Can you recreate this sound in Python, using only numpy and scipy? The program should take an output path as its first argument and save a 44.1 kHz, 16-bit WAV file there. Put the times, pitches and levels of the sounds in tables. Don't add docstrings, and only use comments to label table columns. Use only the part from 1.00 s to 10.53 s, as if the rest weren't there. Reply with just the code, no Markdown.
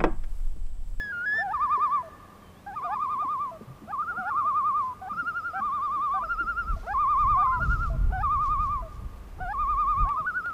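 import sys
import numpy as np
from scipy import signal
from scipy.fft import rfft, irfft, next_fast_len
from scipy.io import wavfile
from scipy.ndimage import map_coordinates

SR = 44100
rng = np.random.default_rng(int(sys.argv[2]) if len(sys.argv) > 2 else 0)


def digitize_waveform(pressure):
    field = np.atleast_2d(pressure).T
    bounded = np.clip(field, -1, 1)
    quanta = np.round(bounded * 32767).astype(np.int16)
    wavfile.write(sys.argv[1], SR, quanta)


N = 420273
TIME = np.arange(N) / SR


# (register break [s], length [s], time to a crest [s], warble rate [Hz], crest pitch [Hz],
# sag [Hz], release [s], base level [dB], swell [dB], arch [dB], trough dip [dB], time to leap [s; 0 = none],
# leap gain [dB], trim of harmonic 2 [dB], of harmonic 3 [dB], of higher ones [dB])
TREMOLOS = [(0.529, 0.494, 0.106, 10.38, 1224, 246, 0.098, -20.9, 1.2, 2.4, 9.6, 0.0, 0.0, -1, -3, -2),
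            (1.754, 0.448, 0.1, 11.47, 1233, 249, 0.162, -31.5, -9.1, 2.1, 9.0, 0.0, 0.0, 4, 0, 3),
            (1.945, 0.568, 0.08, 10.44, 1225, 228, 0.112, -27.9, 1.3, -0.1, 3.4, 0.0, 0.0, -3, -1, -3),
            (2.92, 0.53, 0.18, 11.34, 1226, 218, 0.082, -28.1, -7.7, 1.3, 11.8, 0.104, -1.4, -8, -10, -8),
            (3.299, 0.636, 0.088, 10.49, 1230, 192, 0.178, -23.0, -0.1, 1.9, 5.1, 0.0, 0.0, -7, -9, -9),
            (4.089, 0.542, 0.109, 11.49, 1212, 185, 0.075, -29.2, -5.5, 3.3, 15.0, 0.043, 2.2, -2, -1, -3),
            (4.604, 0.62, 0.052, 10.62, 1219, 167, 0.086, -27.4, 1.8, -2.5, 2.5, 0.0, 0.0, -5, 0, -1),
            (5.191, 0.564, 0.127, 11.31, 1205, 170, 0.07, -27.1, -2.6, 4.4, 15.9, 0.046, 2.2, 0, -3, -2),
            (5.934, 0.66, 0.079, 10.23, 1224, 194, 0.218, -21.6, 4.0, -0.8, 1.4, 0.0, 0.0, -1, -4, -4),
            (6.436, 0.459, 0.107, 11.41, 1217, 173, 0.075, -20.2, 3.4, 5.3, 12.2, 0.033, -5.9, -4, -1, -5),
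            (7.225, 0.594, 0.106, 10.51, 1232, 168, 0.112, -25.2, -4.3, -0.7, 3.4, 0.0, 0.0, -2, -5, -4),
            (8.529, 0.654, 0.084, 10.36, 1230, 170, 0.097, -23.0, 1.2, 3.8, 5.2, 0.0, 0.0, -2, -4, -5),
            (9.105, 0.48, 0.086, 11.19, 1276, 230, 0.156, -25.9, -3.3, 3.8, 14.6, 0.159, -0.2, -8, -1, -6)]

def tremolo(onset, length, crest, rate, hz, sag_hz, release, db, swell_db, arch_db, dip_db,
            leap, leap_db, *colour_db):
    i, gate = during(onset, onset + length)
    t = TIME[i] - onset
    age = np.maximum(t, 0)
    ending = np.clip(1 + (t - length) / release, 0, 1)
    spent = np.sin(np.pi / 2 * ending) ** 2
    sag = warble(t, length, crest, rate) * (1 - spent)
    high = switch(t, leap) if leap > 0 else 0
    drift_hz = 16 * (t - length / 2)
    overshoot_hz = 90 * np.exp(-age / .006)
    leap_ratio = 1.169
    pitch = (hz + drift_hz - sag_hz * sag - 244 * spent) * leap_ratio ** high + overshoot_hz
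    dip = dip_db * sag * (.75 ** (1 - high) if leap > 0 else 1)
    from_middle = t / length - .5
    contour_db = swell_db * from_middle - arch_db * (2 * from_middle) ** 2
    attack_db, release_db = 27.6 * np.exp(-age / .0058), 12.9 * ending ** 2
    level = db + contour_db - attack_db - release_db + leap_db * high - dip
    colour = [trim - 5 * spent for trim in colour_db]
    return i, gate * falter(high) * amp(level) * syrinx(pitch, colour, dip, sag)


# (length [s], base pitch [Hz], base level [dB], swell [dB], overtone trim [dB])
LEAD_INS = [(0.145, 803, -30.4, 3.1, 1), (0.09, 817, -37.3, -2.8, 5), (0.101, 768, -31.9, 5.0, 0),
            (0.045, 737, -37.5, 9.1, 5), (0.125, 767, -34.0, 5.8, 3), (0.074, 760, -35.1, 3.3, 0),
            (0.07, 738, -32.8, 4.5, 9), (0.052, 753, -31.4, 1.0, -1), (0.067, 743, -30.8, 2.8, 6),
            (0.072, 747, -32.6, 5.8, -3), (0.102, 761, -31.1, 2.1, 6), (0.126, 753, -33.2, 2.9, 6),
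            (0.056, 812, -37.4, 1.1, 1)]

def scoop(cry, lead, hz, db, swell_db, overtone_db):
    onset, length, crest, rate, _, sag_hz, *_ = cry
    i, gate = during(onset - lead, onset)
    t = TIME[i] - onset
    sag = warble(t, length, crest, rate)
    start = np.exp(-np.maximum(t + lead, 0) / .014)
    push = np.exp(np.minimum(t, 0) / .0346)
    pitch = hz - .47 * sag_hz * sag - 50 * start + 125 * push
    level = db + swell_db * (t / lead + .5) - 3.3 * sag - 3.3 * start
    bright_db = overtone_db + 5 * (push - .5)
    return i, gate * amp(level) * syrinx(pitch, [bright_db, bright_db - 3, bright_db + 4])


# (time [s], upper-register pitch [Hz], level [dB], overtone trim [dB])
WAIL_CONTOUR = [(0, 1715, -30, 6), (.06, 1675, -36, 6), (.125, 1610, -32.5, 0), (.2, 1572, -32.5, -3),
                (.252, 1665, -30.5, -4), (.28, 1678, -26, -4), (.33, 1712, -26.5, -3),
                (.4, 1785, -25.5, -2), (.432, 1717, -32, -2)]

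def wail(slip_s=.122, return_s=.256, slip_ratio=.897):
    times, hz, db, overtone_db = np.transpose(WAIL_CONTOUR)
    i, gate = during(times[0], times[-1])
    t = TIME[i]
    knot = np.interp(t, times, np.arange(len(times)))
    pitch = map_coordinates(hz, [knot], order=3, mode="nearest")
    low = switch(t, slip_s) - switch(t, return_s)
    tone = syrinx(pitch * slip_ratio ** low, [np.interp(t, times, overtone_db)])
    return i, gate * falter(low) * amp(np.interp(t, times, db)) * tone


# (time [s], length [s], starting level [dB], pitch change [Hz])
CLOSING_NOTES = [(1.03, .06, -41, -58), (2.222, .028, -38.5, 230), (2.515, .06, -40, -56),
                 (3.45, .022, -45, -45), (5.226, .049, -42, -56), (5.765, .025, -43, -45),
                 (6.598, .032, -40, -70), (6.9, .065, -40.5, -46), (7.823, .062, -41, -63),
                 (9.185, .035, -46, -65)]

def drop(onset, length, db, change_hz, hz=678, fade_db=5.5):
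    i, gate = during(onset, onset + length)
    progress = (TIME[i] - onset) / length
    return i, gate * amp(db - fade_db * progress) * syrinx(hz + change_hz * progress, [-8])


# (time [s], length [s], final level [dB])
VOICE_ONSETS = [(.328, .052, -49), (1.81, .03, -49), (3.1, .065, -51), (5.83, .038, -50), (7.1, .022, -48),
                (8.38, .023, -49)]

def creak(onset, length, db, hz=345, rise_hz=155, swell_db=8):
    i, gate = during(onset, onset + length)
    progress = (TIME[i] - onset) / length
    return i, gate * amp(db - swell_db * (1 - progress)) * syrinx(hz + rise_hz * progress, [1.5])


def loons():
    notes = [wail()] + [creak(*row) for row in VOICE_ONSETS]
    notes += [scoop(cry, *row) for cry, row in zip(TREMOLOS, LEAD_INS)]
    notes += [tremolo(*cry) for cry in TREMOLOS] + [drop(*row) for row in CLOSING_NOTES]
    out = np.zeros(N)
    for i, note in notes:
        out[i] += note
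    return out


# (frequency [Hz], gain [dB])
VOCAL_TRACT = [(400, -6), (800, 3.5), (1600, -4), (2000, -21), (2450, -24), (2830, -26), (3100, -38.5),
               (3650, -30.5), (3900, -46.5), (4230, -35), (4450, -48), (5050, -32), (5400, -35.5),
               (5900, -50.5), (7200, -43.5), (9000, -67.5)]
# (relative level [dB], gain per dB of dip [dB/dB], gain in a trough [dB])
HARMONICS = [(-5.5, -.55, -4), (-5.5, -.25, -4), (-9, 1.6, -6), (-11, .4, -2), (-10, .5, -1),
             (-12.5, -2, -1)]

def syrinx(pitch, colour_db, dip_db=0, sag=0, flicker_db=1.8, jitter=.002, shimmer_db=.65):
    size = len(pitch)
    phase = 2 * np.pi * np.cumsum(pitch * (1 + jitter * wobble(250, size))) / SR
    tone = np.sin(phase)
    for k, (db, per_dip, trough_db) in enumerate(HARMONICS):
        multiple = k + 2
        trim_db = colour_db[min(k, len(colour_db) - 1)]
        tract_db = along(VOCAL_TRACT, multiple * pitch) - along(VOCAL_TRACT, pitch)
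        level = trim_db + db + per_dip * dip_db + trough_db * sag + tract_db
        tone += amp(level + flicker_db * wobble(25, size)) * np.sin(multiple * phase)
    return np.sqrt(2) * tone * amp(shimmer_db * wobble(70, size))


def warble(t, length, crest, rate, slowing=.99, tire_s=.081, roundness=1.27):
    lag = lambda t: slowing * tire_s * np.exp(np.minimum(t - length, 0) / tire_s)
    return 1 - np.abs(np.cos(np.pi * rate * (t - crest - lag(t) + lag(crest)))) ** roundness


def switch(t, when, width_s=.002):
    return .5 + .5 * np.tanh((t - when) / width_s)


def falter(register):
    return 1 - .5 * np.sin(np.pi * register)


# (frequency [Hz], reverberation time T60 [s])
SHORE_DECAY = [(300, 1.2), (1200, 1.3), (1750, 1.8), (3000, 0.41), (8000, 0.14)]

def shores(x, delay_s=.069, build_s=.6):
    hz, t, spectra = signal.stft(rng.standard_normal(3 * SR), SR, nperseg=256)
    arrival = 1 - np.exp(-np.maximum(t - delay_s, 0) / build_s)
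    decay = amp(-60 * t / along(SHORE_DECAY, hz)[:, None])
    tail = signal.istft(spectra * decay * arrival, SR, nperseg=256)[1]
    return signal.fftconvolve(x, tail / np.linalg.norm(tail))[:N]


# (time [s], buffet level [dB], flutter level [dB])
BREEZE = [(0, -62, -60), (2.5, -60, -57.5), (4.5, -60, -61), (4.85, -52, -62), (5.1, -56, -61),
          (5.35, -43, -60), (6.1, -39, -53), (6.5, -38, -43), (6.9, -26.5, -35), (7.4, -33, -43),
          (7.85, -40, -48), (8.25, -42, -58), (8.7, -36, -53), (9.05, -43, -53), (9.2, -55, -57),
          (9.53, -57, -58)]
# (time [s], half length [s], buffet level [dB], flutter level [dB])
WIND_PUFFS = [(.62, .14, -54, -67), (5.73, .07, -29.5, -39), (6.29, .08, -36, -39), (6.68, .11, -32, -34),
              (7.08, .09, -32, -40), (7.66, .1, -40, -42), (8.03, .08, -37, -42), (8.41, .05, -47, -43),
              (9.02, .075, -29.5, -37)]
# (frequency [Hz], relative density [dB])
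BUFFET_SPECTRUM = [(12, -14.5), (25, -1.5), (48, 1), (70, -6.5), (110, -24.5), (300, -69), (1000, -120)]
FLUTTER_SPECTRUM = [(40, -24.5), (75, 0), (120, -2), (180, -13.5), (300, -23), (700, -42.5), (2000, -70.5),
                    (6000, -120)]

def wind(lump_db=2.3, eddy_rate=22):
    times, *levels_db = np.transpose(BREEZE)
    strength = amp([np.interp(TIME, times, db) for db in levels_db])
    for centre, half_length, buffet_db, flutter_db in WIND_PUFFS:
        strength += amp([[buffet_db], [flutter_db]]) * swell(centre, half_length)
    eddies = [unit(amp(lump_db * np.tanh(wobble(eddy_rate))) * noise(spectrum))
              for spectrum in (BUFFET_SPECTRUM, FLUTTER_SPECTRUM)]
    return np.sum(strength * eddies, axis=0)


# (frequency [Hz], relative density [dB])
WASH_SPECTRUM = [(60, -11.5), (120, -5), (210, -4), (310, -6), (500, -7.5), (800, -10), (1600, -17),
                 (2500, -21.5), (4000, -27.5), (6300, -30.5), (10000, -32), (15300, -33)]
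# (time [s], level [dB], pitch [Hz], decay by 17 dB [cycles])
RIPPLES = [(.776, -34.5, 406, 10), (2.248, -34.5, 290, 4.8), (2.61, -28, 401, 2.5), (2.614, -31.5, 217, 5),
           (2.676, -35.5, 130, 7.8), (2.7, -38, 136, 7.3), (2.819, -36, 295, 7), (2.833, -35.5, 221, 10),
           (3.182, -36, 215, 11), (4.116, -34, 198, 4.5), (4.153, -38.5, 174, 11), (4.225, -38, 264, 9),
           (4.595, -37, 215, 12), (5.407, -35.5, 313, 11), (5.44, -38.5, 225, 7.3), (9.2, -37, 165, 7.8),
           (9.46, -33, 735, 3.6)]

def water(wash_db=-53.5, slosh_rad=.48, count=9, small_db=-45, small_hz=250, small_cycles=9):
    out = amp(wash_db) * noise(WASH_SPECTRUM)
    t = np.arange(SR // 4) / SR
    small = [(when * TIME[-1], small_db, small_hz * np.exp(.3 * (2 * tuning - 1)), small_cycles)
             for when, tuning in rng.random((count, 2))]
    for onset, db, hz, cycles in RIPPLES + small:
        ring = np.sin(2 * np.pi * hz * t + slosh_rad * wobble(hz, len(t)))
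        pocket = ring * np.exp(-2 * hz * t / cycles) * (1 - np.exp(-2 * hz * t))
        i = round(onset * SR)
        out[i:i + len(t)] += (amp(db) * pocket)[:N - i]
    return out


# (time [s], level [dB], half length [s])
GUST_RUSTLES = [(3.835, -66.5, 0.077), (5.827, -64, 0.19), (6.219, -65, 0.1), (6.719, -60.5, 0.17),
                (6.873, -65.5, 0.091), (7.466, -60.5, .06), (7.655, -64, .065), (7.945, -68, 0.068)]
# (time [s], level [dB])
CLICKS = [(6.833, -50.5), (9.091, -41), (9.459, -40.5), (9.503, -47.5)]
# (frequency [Hz], relative density [dB])
RUSTLE_SPECTRUM = [(800, -23.5), (2000, -3), (3500, -1.5), (5400, -0.5), (6500, -3.5), (9000, -13),
                   (15000, -23)]
CLICK_SPECTRUM = [(200, -7), (700, 2.5), (2500, 2), (5000, -19.5), (12000, -26)]

def rustles(grain_db=2.5, click_t60=.022):
    strokes = sum(amp(db) * swell(centre, half_length) for centre, db, half_length in GUST_RUSTLES)
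    clicks = sum(amp(db - 60 * np.clip((TIME - onset) / click_t60, 0, 2)) * (TIME >= onset)
                 for onset, db in CLICKS)
    grains = unit(noise(RUSTLE_SPECTRUM) * amp(grain_db * wobble(300)))
    return strokes * grains + clicks * noise(CLICK_SPECTRUM)


# (frequency [Hz], level [dB])
DRONE_TONES = [(89, -60.5), (181, -63.5), (208, -65)]

def drone(unsteady=.013):
    out = np.zeros(N)
    for hz, db in DRONE_TONES:
        gain = np.sqrt(2) * amp(db + .89 * wobble(4.6))
        pitch = hz * (1 + unsteady * wobble(14))
        out += gain * np.sin(2 * np.pi * np.cumsum(pitch) / SR)
    return out


# (time [s], pitch [Hz], level [dB])
WHISTLE_CONTOUR = [(1.41, 3250, -72), (1.47, 3080, -63), (1.53, 3090, -70), (1.58, 3420, -66),
                   (1.639, 3950, -73)]

def songbird():
    times, hz, db = np.transpose(WHISTLE_CONTOUR)
    i, gate = during(times[0], times[-1])
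    phase = 2 * np.pi * np.cumsum(np.interp(TIME[i], times, hz)) / SR
    out = np.zeros(N)
    out[i] = gate * amp(np.interp(TIME[i], times, db)) * np.sin(phase)
    return out


def amp(db):
    return 10 ** (np.asarray(db) / 20)


def unit(x):
    return x / np.sqrt(np.mean(x ** 2) + 1e-20)


def along(points, hz):
    frequencies, values = np.transpose(points)
    return np.interp(np.log(hz + 1), np.log(frequencies + 1), values)


def wobble(rate, size=N):
    return map_coordinates(rng.standard_normal(int(size * rate / SR) + 4), [TIME[:size] * rate], order=2)


def filtered(x, response):
    size = next_fast_len(N + 8192)
    return irfft(rfft(x, size) * response(np.fft.rfftfreq(size, 1 / SR)), size)[:N]


def noise(spectrum):
    return unit(filtered(rng.standard_normal(N), lambda hz: amp(along(spectrum, hz))))


def during(start, end, fade=.007):
    start, end = start - fade / 3, end + fade / 3
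    i = np.flatnonzero((TIME > start) & (TIME < end))
    to_edge = np.minimum(TIME[i] - start, end - TIME[i])
    return i, np.sin(np.pi / 2 * np.clip(to_edge / fade, 0, 1))


def swell(centre, half_length):
    return np.exp(-2 * np.minimum(((TIME - centre) / half_length) ** 2, 20))


def scene(echo_db=-35):
    birds = loons()
    return (birds + amp(echo_db) * shores(birds) + songbird() + wind() + water() + drone() + rustles())[None]


def record(dry, top_hz=15400):
    return filtered(dry[0], lambda hz: hz < top_hz)[None]


dry = scene()
out = record(dry)
digitize_waveform(out)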